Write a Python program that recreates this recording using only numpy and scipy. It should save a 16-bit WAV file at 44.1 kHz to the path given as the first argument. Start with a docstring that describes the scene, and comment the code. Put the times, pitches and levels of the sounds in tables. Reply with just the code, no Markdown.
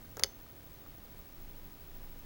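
"""A quiet room: from the start there is hiss, a low rumble and a thin, very high whine like a picture
tube's line scan. The whine's level is also made to pulse 13 times a second. Almost at once a small switch
close by gives two light ticks, then a sharp snap with a low thump and a rebound. Its casing rings for
milliseconds, its spring a little longer, and the board under it knocks softly, all with a short echo.
Three faint taps follow further off, and from about the second of them the rumble swells in waves."""
import sys
import numpy as np
from scipy import signal
from scipy.fft import rfft, irfft
from scipy.io import wavfile
from scipy.ndimage import uniform_filter1d

SR = 44100
rng = np.random.default_rng(int(sys.argv[2]) if len(sys.argv) > 2 else 0)


def wav_record(signal):
    """Record a signal, one row per channel, as 16-bit PCM in the file named by sys.argv[1]."""
    frames = np.transpose(np.atleast_2d(signal))
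    bounded = np.clip(frames, -1, 1)
    # unit amplitude maps onto the largest positive 16-bit level
    quanta = np.round(bounded * 32767).astype(np.int16)
    wavfile.write(sys.argv[1], SR, quanta)


N = 99225  # 2.25 s


def from_db(db):
    """Turn decibels into a number to multiply a sound by."""
    return 10 ** (np.asarray(db) / 20)


def unit_level(x):
    """Scale a sound so that its average level (rms) is 1."""
    return x / np.sqrt(np.mean(x ** 2))


def since(start):
    """Seconds since a moment, zero before it."""
    return np.maximum(np.arange(N) / SR - start, 0)


def noise(colour):
    """Noise of level 1; the colour table says how strong its low and high parts are."""
    hz, db = np.array(colour).T
    freqs = np.maximum(np.fft.rfftfreq(N, 1 / SR), 1)
    gain = from_db(np.interp(np.log(freqs), np.log(hz), db))
    return unit_level(irfft(rfft(rng.standard_normal(N)) * gain, N))


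def wander(rate_hz):
    """A slow random wobble: random steps, smoothed twice."""
    hold = int(SR / rate_hz)
    steps = np.repeat(rng.standard_normal(N // hold + 1), hold)
    return unit_level(uniform_filter1d(uniform_filter1d(steps, hold), hold)[:N])


def fade(age, fade_s, contact_s=0.00041):
    """The level of a hit: it rises during the contact, then falls 60 dB in the fade time."""
    rise = 1 - np.exp(-(age / contact_s) ** 2)
    return rise * np.exp(-np.log(1000) * age / fade_s)


def ring(tones, age):
    """A struck part rings with several dying tones; every other one starts by swinging down."""
    return sum((-1) ** k * from_db(db) * fade(age, fade_s) * np.sin(2 * np.pi * hz * age)
               for k, (hz, db, fade_s) in enumerate(tones))


# colour of the hiss: f/Hz, relative level/dB
HISS_COLOUR = [(12, -20), (20, -8), (33, -10), (54, -13.5), (124, -15.5), (146, -18.5), (228, -20),
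               (262, -23.5), (292, -19.5), (396, -25), (480, -25.5), (790, -29), (1040, -31.5),
               (1230, -32.5), (6400, -41.5), (7600, -44.5), (8200, -47.5), (8900, -43.5), (13600, -43),
               (14800, -38)]
def hiss():
    """Steady, soft noise, strongest in the bass."""
    return from_db(-53.5) * noise(HISS_COLOUR)


# how loud the rumble is over time: t/s, level/dB
RUMBLE_SWELLS = [(0, -65), (0.8, -78), (0.89, -50.5), (0.95, -72), (1.32, -63), (1.39, -47), (1.75, -55),
                 (1.84, -57), (1.96, -45.5), (2.25, -51)]
def rumble(pitch_hz=21.3):
    """A very low vibration that swells and sinks while its pitch wanders."""
    times, db = np.array(RUMBLE_SWELLS).T
    level = from_db(np.interp(since(0), times, db))
    cycles = np.cumsum(pitch_hz * (1 + 0.047 * wander(rate_hz=37.3))) / SR
    return level * unit_level(np.sin(2 * np.pi * cycles))


def whine(line_hz=15734.5, sweep_hz=59.94, pulse_hz=13.02):
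    """A thin, very high whine like a picture tube's line scan. Separately, its level is made to pulse."""
    t = since(0)
    slip = 0.33 * (sweep_hz * t % 1)  # the wave falls behind, then snaps back once a screen sweep
    tone = np.sin(2 * np.pi * (line_hz * t - slip))
    pulse = 1 + 0.48 * np.cos(2 * np.pi * pulse_hz * (t - 0.043))
    dip_width = 0.3 * np.pi / 2
    dips = np.exp(-(np.sin(2 * np.pi * sweep_hz * t) / dip_width) ** 2)
    flutter = 1 - 0.59 * dips  # the level dips briefly twice a sweep
    return from_db(-56.5) * unit_level(pulse * flutter * tone)


# hits inside the switch: t/s, casing level/dB, crack level/dB, spring level/dB
SWITCH_HITS = [(0.1691, -63, -33, -88), (0.1952, -43, -26.5, -77), (0.2, -51, -44, -100),
               (0.2356, -13.5, -25.5, -55), (0.2428, -29.5, -62, -87), (0.2620, -45.5, -59, -94)]
# tones of the casing: f/Hz, relative level/dB, fade time/s
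CASING_TONES = [(2087, -6, 0.011), (3017, -11.5, 0.013), (3513, -6.5, 0.011), (4580, 5.5, 0.0068),
                (5155, -1.5, 0.011), (6020, -6, 0.01), (6570, 1, 0.0074), (7330, -10.5, 0.0089),
                (9310, 0, 0.0056), (10760, -6.5, 0.006), (11480, -13, 0.0086), (13200, -17, 0.01)]
# tones of the spring: f/Hz, relative level/dB, fade time/s
SPRING_TONES = [(2982, 4.5, .14), (4237, -10, .35), (4850, -2, .15), (5259, 7, .13), (6255, 1, .42)]
# colour of the crack: f/Hz, relative level/dB
CRACK_COLOUR = [(200, -1.5), (900, 0.5), (2050, -5), (2550, -10), (4500, -6.5), (5400, -3.5), (6600, 3),
                (8000, -17.5), (9600, -15), (10800, -6), (12500, -9), (16000, -8)]
def switch():
    """Each hit makes a short crack of noise and sets the casing and the spring ringing."""
    out = np.zeros(N)
    for start, casing_db, crack_db, spring_db in SWITCH_HITS:
        age = since(start)
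        out += from_db(casing_db) * ring(CASING_TONES, age)
        out += from_db(spring_db) * ring(SPRING_TONES, age)
        out += from_db(crack_db) * noise(CRACK_COLOUR) * fade(age, fade_s=0.012)
    return out


# soft knocks on the board: t/s, level/dB
BOARD_KNOCKS = [(0.1712, -44.5), (0.1756, -39), (0.1956, -47), (0.2001, -40.5), (0.2085, -45),
                (0.2241, -40.5), (0.2366, -40), (0.2443, -37), (0.2635, -51.5)]
# tones of the board: f/Hz, relative level/dB, fade time/s
BOARD_TONES = [(280, -14, 0.033), (395, -5.5, 0.07), (555, -4.5, 0.05), (900, -2, 0.015), (1030, -8, 0.013),
               (1310, -4, 0.019), (1640, -6, 0.016)]
def board():
    """The board that carries the switch knocks dully, with one low thump under the snap."""
    knocks = sum(from_db(db) * ring(BOARD_TONES, since(start)) for start, db in BOARD_KNOCKS)
    thump = ring([(61, -44, 0.12)], since(0.237))  # f/Hz, level/dB, fade time/s
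    return knocks + thump


# colour of the echo: f/Hz, relative level/dB
ECHO_COLOUR = [(200, 6), (550, 10.5), (1500, -7), (2200, -6), (3500, -7), (4700, -7.5), (6500, -14),
               (15000, -13)]
def room_echo(sound):
    """The walls of a small room send a sound back as a short, dull echo."""
    tail = noise(ECHO_COLOUR) * fade(since(0.003), fade_s=0.18)
    tail /= np.sqrt(np.sum(tail ** 2))
    return from_db(-22) * signal.fftconvolve(sound, tail)[:N]


# taps further off: t/s, level/dB
FAR_TAPS = [(0.463, -50), (0.863, -51), (1.196, -55)]
# colour of a tap: f/Hz, relative level/dB
TAP_COLOUR = [(500, -27), (950, -24), (1220, 2), (1500, -22), (3000, -27), (12000, -50)]
def taps():
    """Faint, dull taps somewhere in the room, each a short burst of noise."""
    return sum(from_db(db) * noise(TAP_COLOUR) * fade(since(start), fade_s=0.024)
               for start, db in FAR_TAPS)


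def scene():
    """The switch and board with their echo, over taps, hiss, rumble and whine, in one channel."""
    near = switch() + board()
    return (near + room_echo(near) + taps() + hiss() + rumble() + whine())[None]


def record(dry):
    """A steep filter cuts the very highest treble."""
    treble_cut = signal.ellip(10, 0.1, 80, 15800, fs=SR, output="sos")  # above 15800 Hz
    return signal.sosfilt(treble_cut, dry)


dry = scene()
out = record(dry)
wav_record(out)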